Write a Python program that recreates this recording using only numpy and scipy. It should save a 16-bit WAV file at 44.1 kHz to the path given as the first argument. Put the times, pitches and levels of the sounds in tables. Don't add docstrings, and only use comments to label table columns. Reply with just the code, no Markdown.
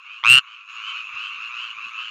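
import sys
import numpy as np
from scipy import signal
from scipy.fft import rfft, irfft, next_fast_len
from scipy.io import wavfile
from scipy.ndimage import uniform_filter1d

SR = 44100
rng = np.random.default_rng(int(sys.argv[2]) if len(sys.argv) > 2 else 0)


def how_loud(loudness_db):
    steps = np.asarray(loudness_db, float) / 20
    return 10 ** steps


def transcribe(signal):
    frames = np.atleast_2d(signal).T
    limited = np.clip(frames, -1, 1)
    pcm = np.round(limited * 32767).astype(np.int16)
    wavfile.write(sys.argv[1], SR, pcm)


N = 92610


def unit(x):
    return x / np.sqrt(np.mean(x ** 2) + 1e-20)


def filtered(x, response):
    size = next_fast_len(N + SR // 2)
    hz = np.fft.rfftfreq(size, 1 / SR)
    return irfft(rfft(x, size) * response(hz), size)[:N]


def flutter(shape, size):
    x = rng.standard_normal(shape)
    for _ in range(3):
        x = uniform_filter1d(x, size, 1)
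    return x


def curve(table):
    s, db = np.transpose(table)
    return how_loud(np.interp(np.arange(N) / SR, s, db))


def echo(x, db, t60):
    t = np.arange(SR // 4) / SR
    tail = rng.standard_normal(len(t)) * how_loud(-60 * t / t60)
    tail = tail / np.linalg.norm(tail)
    late = np.pad(x, (90, 0))
    return x + how_loud(db) * signal.fftconvolve(late, tail)[:N]


def rush(spectrum, patchy_db):
    z = signal.stft(rng.standard_normal(N + 512), nperseg=256)[2]
    patches = uniform_filter1d(rng.standard_normal(z.shape), 3, 0)
    patches = uniform_filter1d(patches, 12, 1)
    x = signal.istft(z * how_loud(patchy_db * unit(patches)), nperseg=256)[1][:N]
    f, db = np.transpose(spectrum)
    return unit(filtered(x, lambda hz: how_loud(np.interp(np.log(hz + 1), np.log(f), db, -120, -120))))


def bursts(s, hz, db, hold_ms, full):
    # multiple, slack_sac_db, full_sac_db, ring_t60_ms
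    tones = [(1, 0, -14, 9), (2, -5, 0, 11.5), (3, -2, -25, 5), (4, -34, -31, 5), (5, -32, -29, 6),
             (6, -70, -21, 4), (7, -75, -36, 4), (9, -90, -38, 4), (10, -90, -39, 4)]
    rise_ms, low_cut_hz = .65, 934
    low_top_hz = 1365
    waver, slip = .006, .35
    slack_ring = .5
    rasp_depth, scatter_db = .07, .8
    short_low = .65
    third_fades = 6

    t = np.arange(SR // 40)[None] / SR
    s = np.round(s * SR) / SR
    pulses = (len(s), 1)
    travelled = np.cumsum(np.diff(s, prepend=s[0]) * np.roll(hz, 1))
    hz, db, hold_ms, travelled = [np.asarray(v)[:, None] for v in (hz, db, hold_ms, travelled)]
    full = np.clip(np.asarray(full)[:, None], 0, 1)

    drift = np.cumsum(flutter((len(s), t.size), size=12), 1) * waver
    turn = 2 * np.pi * hz * t + drift
    carried = 2 * np.pi * travelled + slip * rng.standard_normal(pulses)
    rise = 1 - np.exp(-(t * 1000 / rise_ms) ** 2)
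    ring = slack_ring + (1 - slack_ring) * full
    out = 0
    for k, slack_db, full_db, t60 in tones:
        hold = hold_ms
        phase = k * (turn + carried)
        if k == 1:
            hold = hold_ms * (1 - short_low * full)
            phase = turn * np.minimum(low_top_hz / hz, 1)
        after = np.maximum(t * 1000 - hold, 0) / ring
        slack = (1 - full) ** (third_fades if k == 3 else 1)
        level = full_db + (slack_db - full_db) * slack
        level = level + scatter_db * np.sqrt(k) * rng.standard_normal(pulses)
        rasp = 1 + rasp_depth * k * (0.6 + .6 * full) * unit(flutter(turn.shape, size=8))
        out = out + how_loud(level - 60 * after / t60) * rasp * np.sin(phase)

    out = out * rise * how_loud(db)
    at = np.round(s[:, None] * SR).astype(int) + np.arange(t.size) + SR
    out = np.bincount(at.ravel(), out.ravel(), N + 3 * SR)[SR:SR + N]
    return filtered(out, lambda f: 1 / (1 + (low_cut_hz / (f + 1)) ** 8))


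def neighbours():
    # start_s, top_pitch_hz, level_db
    frogs = [(0.032, 1540, -27), (.43, 1540, -28), (.79, 1550, -26), (1.171, 1560, -26), (1.541, 1550, -25),
             (1.932, 1550, -26.5), (0.099, 1440, -25.5), (.48, 1440, -27.5), (.87, 1450, -25.5),
             (1.23, 1440, -26.5), (1.599, 1450, -24.5), (1.989, 1450, -24), (0.048, 1330, -22),
             (0.469, 1330, -25.5), (0.891, 1330, -25.5), (.96, 1354, -30), (1.309, 1330, -27.5),
             (1.729, 1330, -26.5), (-.06, 1380, -25.5), (.57, 1369, -24), (.26, 1380, -29),
             (.685, 1396, -27), (1.09, 1401, -25.5), (1.36, 1390, -24), (1.775, 1390, -25),
             (.78, 1330, -29), (1.13, 1360, -25.5), (1.491, 1370, -22.5), (1.909, 1380, -23)]
    call_s, pulse_rate_hz, swell_s, hold_ms = 0.14, 110, 0.029, 2.66
    start_pitch, glide_s = .84, .05
    u = np.arange(18) / pulse_rate_hz
    up = 1 - np.exp(-u / glide_s)
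    stop_db = 600 * np.maximum(u - call_s + 0.024, 0)
    out = 0
    for start, hz, db in frogs:
        pace = 1 + .06 * rng.standard_normal()
        s = start + u * pace + .0005 * rng.standard_normal(len(u))
        level = db - 7 * np.exp(-u / swell_s) - stop_db + 0.5 * rng.standard_normal(len(u))
        pitch = hz * (start_pitch + (1 - start_pitch) * up)
        call = bursts(s, pitch, level, np.full(len(u), hold_ms), full=0.21 + 0.54 * up)
        out = out + echo(call, db=-2, t60=0.13)
    return filtered(out, lambda f: 1 / (1 + (f / 7200) ** 6) * (f < 9000))


def far_crowd():
    # pitch_hz, level_db (per Hz)
    main_bands = [(410, -38.5), (700, -59.5), (908, -26.5), (1120, 2), (1470, -12.5), (1940, -22),
                  (2660, 2), (3100, -15), (3600, -23.5), (4680, -59), (7920, -120)]
    # pitch_hz, level_db (per Hz)
    upper_bands = [(2500, -22), (3300, 1.5), (4280, -4), (4840, -21), (6800, 0), (7300, -13), (7600, -36),
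                   (9000, -50.5)]
    patchy_db = 3
    return how_loud(-38.5) * rush(main_bands, patchy_db) + how_loud(-57) * rush(upper_bands, patchy_db)


def night_air():
    # pitch_hz, level_db (per Hz)
    hiss = [(700, -120), (900, -13), (2000, -6), (8000, -22.5), (11000, -20), (15500, -15.5)]
    return how_loud(-70.5) * rush(hiss, patchy_db=6.5)


def breeze():
    # pitch_hz, level_db (per Hz)
    rumble = [(15, -36.5), (30, -13), (60, -1), (150, -5), (400, -8.5), (900, -12.5), (1500, -120)]
    # start_s, level_db
    strength = [
        (0, -76),
        (.9, -73.5),
        (1.1, -70),
        (1.6, -68.5),
        (2.1, -69),
    ]
    return curve(strength) * rush(rumble, patchy_db=4)


def near_frog():
    # start_s, pulses_gone_by
    beat = [(.231, 0), (.2378, 1), (.2653, 4), (.2977, 8), (.3612, 16), (.384, 19), (.3995, 21)]
    # start_s, cord_pitch_hz, level_db, burst_hold_ms, sac_filling (0-1)
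    croak = [
        (.231, 1000, -21, .5, .1),
        (.238, 1090, -14, 2.2, 0),
        (.248, 1200, -5, 2.2, .2),
        (.266, 1295, -3.5, 2.2, .5),
        (.298, 1358, -2.5, 3.5, 1),
        (.33, 1394, -1, 3.9, 1),
        (.385, 1426, -3, 2.5, .72),
        (.392, 1426, -10, 2, .35),
        (.4, 1428, -24, 2.5, .4),
    ]
    # delay_s, level_db
    echoes = [
        (.0045, -26),
        (.011, -29),
        (.023, -38),
    ]
    when, count = np.transpose(beat)
    s = np.interp(np.arange(count[-1] + 1), count, when)
    at, *columns = np.transpose(croak)
    x = bursts(s, *[np.interp(s, at, column) for column in columns])
    x = x + sum(how_loud(db) * np.roll(x, round(delay * SR)) for delay, db in echoes)
    return echo(x, db=-22, t60=.035)


def gain_control():
    # start_s, level_db
    gain = [
        (0, -12.5),
        (.42, -8.5),
        (0.601, -12.5),
        (.67, -15),
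        (0.701, -3.5),
        (0.752, -0.5),
        (2.1, -3),
    ]
    return curve(gain)


def scene():
    background = neighbours() + far_crowd() + night_air() + breeze()
    return (near_frog() + gain_control() * background)[None]


def band_limit(x):
    return signal.sosfilt(signal.butter(12, 15740, fs=SR, output="sos"), x)


def record(dry):
    top, knee = .72, 6
    lopsided, pump_hz, high_cut_hz = 1.67, 117, 14700
    x = dry[0] / (1 + np.abs(dry[0] / top) ** knee) ** (1 / knee)
    pump = filtered(x ** 6, lambda f: (f / pump_hz) ** 3 / (1 + (f / pump_hz) ** 5.7))
    x = filtered(x + lopsided * pump, lambda f: 1 / (1 + (f / high_cut_hz) ** 40))
    return band_limit(x[None])


dry = scene()
out = record(dry)
transcribe(out)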